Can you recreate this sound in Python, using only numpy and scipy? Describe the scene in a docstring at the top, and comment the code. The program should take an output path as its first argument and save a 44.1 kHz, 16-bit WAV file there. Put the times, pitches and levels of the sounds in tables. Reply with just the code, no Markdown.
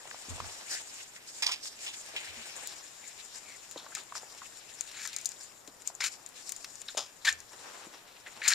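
"""A quiet bare room: hands and clothes rustle, a small cardboard box ticks, knocks and scuffs.
A match is dragged along the striking strip three times: stick-slip rings the box, the grit hisses,
and the last stroke crackles alight. Weight shifting on the floor thuds below.
Two close microphone ports hear it, their cavity ringing in the treble."""
import sys
import numpy as np
from scipy import signal
from scipy.fft import rfft, irfft
from scipy.io import wavfile
from scipy.ndimage import uniform_filter1d, map_coordinates

SR = 44100
rng = np.random.default_rng(int(sys.argv[2]) if len(sys.argv) > 2 else 0)


def store_pcm(level_fs):
    """Save levels as 16-bit WAV."""
    pcm = np.round(np.clip(level_fs, -1, 1) * 32767).astype(np.int16)
    wavfile.write(sys.argv[1], SR, np.atleast_2d(pcm).T)


N = 376613
T = np.arange(N) / SR
HISS_TOP_HZ = 14300


def undb(db):
    return 10 ** (np.asarray(db) / 20)


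def unit(x):
    return x / np.sqrt(np.mean(x ** 2))


def add(out, start_s, x):
    i = int(start_s * SR)
    out[i:i + len(x)] += x[:N - i]


def band(x, hz, width_hz):
    """One resonance, gain 1 at its centre."""
    return signal.lfilter(*signal.iirpeak(hz, hz / min(width_hz, .45 * SR), SR), x)


def steep_band(x, hz, width_hz, widen=1):
    """Two resonances in series, the first optionally wider."""
    return band(band(x, hz, widen * width_hz), hz, width_hz)


def lowpass(x, hz):
    return signal.sosfilt(signal.ellip(12, .2, 90, hz, fs=SR, output="sos"), x)


def highpass(x, hz, order):
    return signal.sosfilt(signal.butter(order, hz, "high", fs=SR, output="sos"), x)


def walk(hz):
    """Random levels held 1 / hz s and slewed."""
    hold = int(SR / hz)
    return uniform_filter1d(np.repeat(rng.standard_normal(N // hold + 1), hold)[:N], hold)


def fade(t60_s, rise_s, samples=None):
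    """Linear rise, exponential fall; ends at -60 dB by default."""
    t = T[:samples or int(t60_s * SR)]
    return np.exp(-np.log(1000) * t / t60_s) * np.minimum(t / rise_s, 1)


def grains(spread_db, flicker_db, flicker_hz):
    """Dense contacts of uneven size whose pressure flickers."""
    size = np.minimum(rng.exponential(size=N), 5.5)
    return unit(rng.standard_normal(N) * undb(spread_db * size + flicker_db * walk(flicker_hz)))


def snap(noise, modes, t60_s, rise_s):
    """A noise burst through steep resonances, peak 1."""
    burst = noise * fade(t60_s, rise_s, len(noise))
    ring = sum(undb(db) * steep_band(burst, hz, width, widen=2) / np.sqrt(width)
               for hz, width, db in modes)
    return ring / np.max(np.abs(ring))


def scatter(x, t60_s, rise_s):
    """Reflections that differ at the two ports."""
    env = fade(t60_s, rise_s)
    tail = rng.standard_normal((2, len(env))) * env
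    tail /= np.sqrt(np.sum(tail ** 2, axis=1, keepdims=True))
    return signal.fftconvolve(x[None], tail, axes=1)[:, :N]


def room_tone():
    """Steady air and self-noise, alike in both ports only low down, with faint mains hum."""
    # noise spectrum: (frequency [Hz], relative density [dB])
    spectrum = [(25, -6.5), (58, -9.5), (102, -4.5), (183, -6.5), (304, -3), (477, -3.5), (770, -3),
                (1380, -5.5), (1900, -10.5), (2480, -19.5), (9350, -17), (14300, -16.5)]
    air_db, hum_db, hum_hz = -59.5, -80, 120
    hz = np.fft.rfftfreq(N, 1 / SR)
    knot_hz, knot_db = np.transpose(spectrum)
    gain = undb(np.interp(np.log(hz + 1), np.log(knot_hz), knot_db)) * (hz < HISS_TOP_HZ)
    mid, side = rfft(rng.standard_normal((2, N)))
    apart = np.clip(0.62 + hz / 9000, 0, 1)
    port_sign = np.array([[1], [-1]])
    air = unit(irfft(gain * (mid + apart * side * port_sign), N))
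    return air * undb(air_db + 1.5 * port_sign) + undb(hum_db) * np.sin(2 * np.pi * hum_hz * T)


def floor_thuds():
    """Shifting weight rings the floor low, with some wobble."""
    # weight shifts: (time [s], level [dB], pitch [Hz], t60 [s])
    shifts = [(0.292, -32.5, 90.6, 0.2), (0.392, -38, 91, 0.28), (2.28, -56, 85.4, 0.33),
              (2.369, -38.5, 227, 0.092), (7.301, -57, 82.4, 0.4)]
    out = np.zeros(N)
    for s, db, hz, t60_s in shifts:
        env = fade(t60_s, rise_s=0.033)
        add(out, s, undb(db) * env * np.sin(2 * np.pi * hz * T[:len(env)]))
    wobble = unit(band(rng.standard_normal(N), hz=22, width_hz=67))
    return out * (1 + 0.59 * wobble)


def rub_gains():
    """Treble, middle and low gain: steady rubbing and bell-shaped swishes add in power."""
    # cloth and finger rubbing: (time [s], treble [dB], middle re treble [dB], low re treble [dB])
    rubbing = [(0, -55, -3.5, -6), (.45, -51, -0.5, -2.5), (.85, -49.5, -7, -14), (1.22, -60, -1.5, -13),
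               (2.05, -50.5, -3.5, -11), (2.2, -50, 2.5, -6), (2.75, -51.5, -2, -5.5),
               (2.9, -54.5, -2.5, -12), (3.701, -56.5, -2, -6.5), (3.85, -58, -2.5, -1),
               (4.7, -56.5, -2, -9.5), (5.15, -54.5, 1.5, -11.5), (5.58, -62.5, -4, -7.5),
               (6.22, -64, -4, -1), (6.5, -54.5, -7, -11), (7.19, -62.5, -1, -11), (7.49, -61, -1.5, -3.5),
               (7.65, -54, -3, 4), (8.15, -65.5, 2.5, 0), (8.3, -60.5, 1, 2)]
    # single swishes: (centre [s], length [s], treble [dB], middle re treble [dB])
    swishes = [(0.298, 0.024, -47.5, -12), (0.398, 0.036, -49.5, -1), (0.746, 0.11, -38.5, -5),
               (0.993, 0.15, -47.5, -5.5), (1.159, 0.049, -49, -6), (1.287, 0.067, -48.5, -6),
               (1.377, 0.088, -45, -8), (1.664, 0.057, -41, -14), (1.856, 0.088, -42.5, -6.5),
               (1.942, 0.024, -45, -3.5), (3.204, 0.045, -54.5, 3), (3.369, 0.074, -49.5, -3.5),
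               (3.973, 0.084, -51.5, 2.5), (4.165, 0.039, -42.5, -5.5), (4.456, 0.043, -52.5, -3),
               (5.436, 0.11, -52, -8.5), (5.883, 0.056, -50.5, -6.5), (6.137, 0.057, -48.5, -9),
               (6.385, 0.075, -53.5, 1.5), (6.473, 0.097, -51.5, -11), (6.917, 0.038, -51.5, -5)]
    swish_low_db = -17.5  # re treble
    s, treble_db, mid_db, low_db = np.transpose(rubbing)
    power = np.array([undb(2 * np.interp(T, s, treble_db + rel_db)) for rel_db in (0, mid_db, low_db)])
    for s, length_s, db, mid_db in swishes:
        part = slice(int((s - 2 * length_s) * SR), int((s + 2 * length_s) * SR))
        bell = np.exp(-8 * ((T[part] - s) / length_s) ** 2)
        power[:, part] += undb(2 * (db + np.array([[0], [mid_db], [swish_low_db]]))) * bell
    return np.sqrt(power)


def rustle():
    """Grains excite broad, separately flickering resonances; rows: common, left only, right only."""
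    # port cavity, fabric, card and body resonances: (centre [Hz], width [Hz], gain row, level [dB])
    modes = [(7110, 1250, 0, -0.5), (5190, 2130, 0, -3), (3650, 1600, 1, -3.5), (2516, 1110, 1, -2),
             (1760, 680, 1, -6.5), (840, 1360, 2, 2)]
    crackle_per_s, crackle_db = 23, 18.5  # lone fibres and match sticks
    gains = rub_gains()
    contacts = grains(spread_db=4.2, flicker_db=3, flicker_hz=70)
    crackle = (rng.random(N) < crackle_per_s / SR) * rng.standard_normal(N) * undb(crackle_db)
    out = 0
    for hz, width_hz, row, db in modes:
        drive = np.sqrt(0.5) * np.array([contacts + crackle, *rng.standard_normal((2, N))])
        drive *= undb(2.9 * walk(hz=45))
        rub = steep_band(drive, hz, 1.36 * width_hz) * np.sqrt(SR / 2 / width_hz)
        out += rub * gains[row] * undb(db)
    return lowpass(out, HISS_TOP_HZ)


def knocks():
    """Soft blows on cardboard or wood: a noisy push through one broad mode."""
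    # blows: (time [s], peak [dB], pitch [Hz], t60 [s])
    blows = [(0.054, -39, 666, 0.0083), (0.111, -32, 1470, 0.0057), (0.143, -36, 845, 0.016),
             (0.283, -40.5, 241, 0.012), (0.38, -37, 840, 0.042), (0.401, -26.5, 1060, 0.011),
             (0.443, -35, 950, 0.023), (1.161, -38, 2040, 0.092), (1.4657, -16, 5200, 0.013),
             (1.487, -33, 1130, 0.093), (2.136, -45.5, 465, 0.13), (2.152, -38, 676, 0.11),
             (3.759, -34.5, 350, 0.03), (3.862, -38.5, 1110, 0.042), (3.92, -40.5, 1500, 0.037),
             (3.967, -38.5, 1250, 0.083), (4.122, -32, 1080, 0.018), (4.153, -32.5, 1140, 0.0032),
             (4.231, -40, 650, 0.028), (4.415, -36.5, 1150, 0.077), (5.051, -32, 1760, 0.038),
             (5.677, -46, 320, 0.09), (5.9, -39.5, 780, 0.013), (6.886, -38, 1500, 0.061),
             (6.948, -35.5, 600, 0.0055), (6.971, -30.5, 676, 0.15), (7.325, -28, 7100, .012),
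             (7.865, -44, 297, 0.049), (8.262, -36, 1990, 0.11), (8.416, -28.5, 2120, 0.08),
             (8.473, -22, 1970, 0.021), (8.534, -19, 4460, 0.0089)]
    out = np.zeros(N)
    for s, db, hz, t60_s in blows:
        mode = (hz, 16.3 * np.sqrt(hz), 0)
        add(out, s, undb(db) * snap(rng.standard_normal(4000), [mode], t60_s, rise_s=0.0014))
    return out


def scuffs():
    """Dying bursts of coarse grains: bright grit, a card resonance and a dull body."""
    # bursts: (time [s], level [dB], body re grit [dB], t60 [s], card mode [Hz], card re grit [dB])
    bursts = [(1.4222, -16.5, -12.5, 0.13, 2390, -1), (1.463, -21, -14.5, 0.27, 2830, -4),
              (1.515, -24.5, -19, 0.12, 2640, -6), (1.864, -31.5, -8, 0.21, 2870, 3),
              (2.163, -29, -12, 0.11, 2850, 9), (3.772, -43.5, 1, 0.27, 3670, 5.5),
              (3.952, -33.5, -41, 0.088, 2270, 4.5), (4.153, -39.5, -2, 0.29, 4150, -22),
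              (6.0046, -23.5, -14.5, 0.1, 2260, -3), (6.882, -40, -30, 0.11, 3800, 8.5),
              (6.971, -26.5, -6, 0.25, 3280, -10)]
    rub = lowpass(grains(spread_db=5.2, flicker_db=0.77, flicker_hz=120), HISS_TOP_HZ)
    grit = undb(14) * band(band(rub, 5400, 1300), 5100, 840)
    grit += undb(10) * steep_band(rub, 6400, 2200) + undb(9.5) * steep_band(rub, 3160, 1500)
    body = steep_band(rub, 1000, 670)
    out = np.zeros(N)
    for s, db, body_db, t60_s, hz, card_db in bursts:
        env = fade(t60_s, rise_s=0.00041)
        part = slice(int(s * SR), int(s * SR) + len(env))
        card = band(band(rub[part], hz, 0.56 * hz), hz, 0.36 * hz)
        scuff = unit(grit[part]) + undb(body_db) * unit(body[part]) + undb(card_db) * unit(card)
        add(out, s, undb(db) * env * scuff / 3)  # grain peaks are about 3 x rms
    return out


def ticks():
    """Dry snaps ring the treble resonances and the box; fingers close by smear a short tail."""
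    # snaps: (time [s], treble peak [dB], box re treble [dB])
    snaps = [(1.4255, -23, -12), (1.429, -28, -13), (1.516, -25, -14), (1.532, -33, -10), (1.655, -34.5, 6),
             (2.0623, -33, -20), (2.167, -41, 4), (2.343, -48, 10), (2.673, -23, -32), (3.712, -31.5, -9),
             (3.9502, -23, -20), (4.809, -19, -15), (4.914, -50.5, 10.5), (5.0746, -26, -7),
             (5.131, -41.5, 7), (5.14, -38, -20), (5.164, -19.5, -16.5), (5.186, -30, -11),
             (5.213, -32, -29.5), (5.247, -33, -29), (5.257, -17, -44), (5.261, -18.5, -41),
             (5.2904, -27.5, -27), (5.318, -33, -6), (5.676, -37, -5), (5.82, -37.5, -7),
             (5.8748, -17.5, -50), (5.951, -31, -33), (6.04, -24, 2.5), (6.2626, -30.5, -28),
             (6.29, -37, -26), (6.493, -23.5, -17), (6.5207, -23.5, -10), (6.564, -30.5, -17),
             (6.6447, -35, 6), (6.7552, -33, -27), (6.8166, -29.5, -14), (6.9762, -18, -7),
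             (7.403, -35.5, -11), (8.479, -12, -8), (8.484, -10, -11), (8.487, -14, -11)]
    # treble resonances: (centre [Hz], width [Hz], level [dB])
    modes = [(5200, 830, 6), (7310, 1570, 23), (12250, 1900, 6.5)]
    out = np.zeros(N)
    for s, db, box_db in snaps:
        noise, tail_noise = rng.standard_normal((2, 1500))
        treble = snap(noise, modes, t60_s=0.0018, rise_s=0.0001)
        tail = snap(tail_noise, modes[:2], t60_s=0.042, rise_s=0.0023)
        box = snap(noise, [(2870, 3800, 0)], t60_s=0.026, rise_s=0.000083)
        add(out, s, undb(db) * (treble + undb(-14.5) * tail + undb(box_db) * box))
    return out


def card_chatter():
    """Uneven slips drive a narrow, gliding resonance of a card wall; each note swells and fades."""
    # notes: (start [s], end [s], start pitch [Hz], end pitch [Hz], level [dB])
    glides = [(.7, 0.79, 1750, 1910, -38.5), (2.194, 2.312, 2080, 2150, -46), (2.36, 2.45, 2440, 2350, -50),
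              (3.02, 3.084, 2400, 1850, -51), (3.432, 3.571, 2480, 2000, -49),
              (4.984, 5.065, 2296, 2500, -51), (5.123, 5.202, 2385, 2260, -49),
              (6.006, 6.009, 2580, 1410, -23), (6.017, 6.036, 1935, 2660, -32),
              (6.043, 6.062, 2960, 2970, -33.5), (8.438, 8.446, 2490, 2280, -40),
              (8.451, 8.47, 2490, 1720, -29.5), (8.498, 8.534, 2143, 1680, -31)]
    width_hz, overtone_db = 400, -11
    slips = signal.lfilter(*signal.butter(2, width_hz / 2, fs=SR), rng.standard_normal((2, N)))
    slips /= np.std(slips)
    out = np.zeros(N)
    for start_s, end_s, start_hz, end_hz, db in glides:
        part = slice(int(start_s * SR), int(end_s * SR))
        progress = (T[part] - start_s) / (end_s - start_s)
        phase = 2 * np.pi * np.cumsum(start_hz + (end_hz - start_hz) * progress) / SR
        steady = min(1.3, .02 / (end_s - start_s))  # short notes hold, long ones break up
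        note = (steady + slips[0, part]) * np.sin(phase) + slips[1, part] * np.cos(phase)
        note += undb(overtone_db) * slips[1, part] * np.sin(2 * phase)
        swell = np.sqrt(np.abs(np.sin(np.pi * progress)))
        out[part] += undb(db) * swell * note / 2
    return out


def squeals():
    """The slip locks to the lowest box mode, grows with overtones and lets go at once."""
    # locked slips: (release [s], level [dB], pitch [Hz], growth time [s])
    locks = [(7.2762, -24, 1860, 0.0035), (7.2822, -20, 1624, 0.0083), (7.29, -15, 1774, 0.0068)]
    t = np.arange(-800, 60) / SR
    out = np.zeros(N)
    for s, db, hz, growth_s in locks:
        env = np.where(t < 0, np.exp(t / growth_s), np.exp(-t / 0.00066))
        tone = sum(0.29 ** k * np.sin(2 * np.pi * (k + 1) * hz * t) for k in range(4))
        add(out, s + t[0], undb(db) * env * tone)
    return out


def slip_ring(slip, modes):
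    """Stick-slip through resonances of alternating sign, rms 1."""
    return unit(sum((-1) ** k * undb(db) * steep_band(slip, hz, width_hz, widen=3)
                    for k, (hz, width_hz, db) in enumerate(modes)))


def match_strokes():
    """Stick-slip rings the box under the hiss of the strip's grit; at last the head catches and flares."""
    # tray slide, then three strokes (the second bites twice): (start [s], end [s],
    # box at start [dB], box at end [dB], grit at start [dB], grit at end [dB], release t60 [s])
    strokes = [(4.93, 5.062, -50.5, -47.5, -64, -41.5, .02), (6.001, 6.066, -38, -37.5, -53, -36, 0.097),
               (7.246, 7.268, -29, -35.5, -32.5, -41.5, 0.03), (7.266, 7.294, -28, -32, -38, -36, 0.13),
               (8.426, 8.538, -43.5, -27.5, -51, -35, .05)]
    # box and grit resonances: (centre [Hz], width [Hz], level [dB])
    box_modes = [(1675, 640, 1.5), (2450, 460, 2.5), (3050, 600, -2.5), (4200, 610, -4.5)]
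    grit_modes = [(5030, 830, -1.5), (7370, 1100, 5.5), (11200, 5100, -16.5)]
    bite_s, hollow_hz, hollow_db = 0.0054, 1080, -27
    flare_s, flare_db, flare_t60_s = 8.4795, -25, 0.14
    slip = grains(spread_db=3.2, flicker_db=2.5, flicker_hz=220)
    box = slip_ring(slip, box_modes) + undb(hollow_db) * unit(steep_band(slip, hollow_hz, 600))
    grit = slip_ring(slip, grit_modes)
    flare = grit * undb(flare_db - 60 * np.abs(T - flare_s) / flare_t60_s) * (T > flare_s)
    out = np.zeros(N)
    for start_s, end_s, box_db, box_end_db, grit_db, grit_end_db, t60_s in strokes:
        bite = np.clip((T - start_s) / bite_s, 0, 1)
        release = undb(-60 * np.maximum(T - end_s, 0) / t60_s)
        box_gain = undb(np.interp(T, (start_s, end_s), (box_db, box_end_db)))
        grit_gain = undb(np.interp(T, (start_s, end_s), (grit_db, grit_end_db)))
        out += bite * release * (box * box_gain + grit * grit_gain)
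    return lowpass(out + flare, HISS_TOP_HZ)


def ports(near, cloth_sides):
    """Sound reaches the left port later; hands and housing scatter it and shade the right port."""
    # source direction: (time [s], left lag [ms], left re right [dB], extra treble left re right [dB])
    direction = [(0, 0.17, 0.5, 16.5), (1.5, .15, 0.5, 3.5), (2.6, 0.16, 2.5, 11.5),
                 (2.68, 0.055, 1.5, 12.5), (6.0, 0.051, 1.5, 15.5), (8.54, 0.047, 3, 10.5)]
    s, *columns = np.transpose(direction)
    lag_ms, pan_db, shade_db = (np.interp(T, s, column) for column in columns)
    late = map_coordinates(near, [np.arange(N) - lag_ms * SR / 1000], order=3, mode="nearest")
    scattered = scatter(band(near, 11900, 13500), t60_s=0.0024, rise_s=0.000067)
    both = np.array([late, near]) + cloth_sides + undb(-2) * scattered
    treble = highpass(both, 8000, order=1)
    both += treble * (undb([shade_db / 2, -shade_db / 2]) - 1)
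    both *= undb([pan_db / 2, -pan_db / 2])
    both[1] -= 0.33 * highpass(both[1], 10500, order=2)
    return both


def scene():
    """Close handling, its duller tail from the bare walls, the floor and the room tone."""
    cloth, floor = rustle(), floor_thuds()
    near = cloth[0] + match_strokes() + squeals() + card_chatter() + ticks() + scuffs() + knocks()
    direct = ports(near, cloth[1:])
    walls = scatter(steep_band(near, 2800, 6500), t60_s=0.25, rise_s=0.013)
    floor_tail = scatter(floor, t60_s=0.072, rise_s=0.0043)
    return direct + undb(-14) * walls + floor + undb(-1) * floor_tail + room_tone()


def record(dry):
    """A soft limiter rounds the loudest cracks; a low-pass cuts the top."""
    return lowpass(.75 * np.tanh(dry / .75), hz=16300)


dry = scene()
out = record(dry)
store_pcm(out)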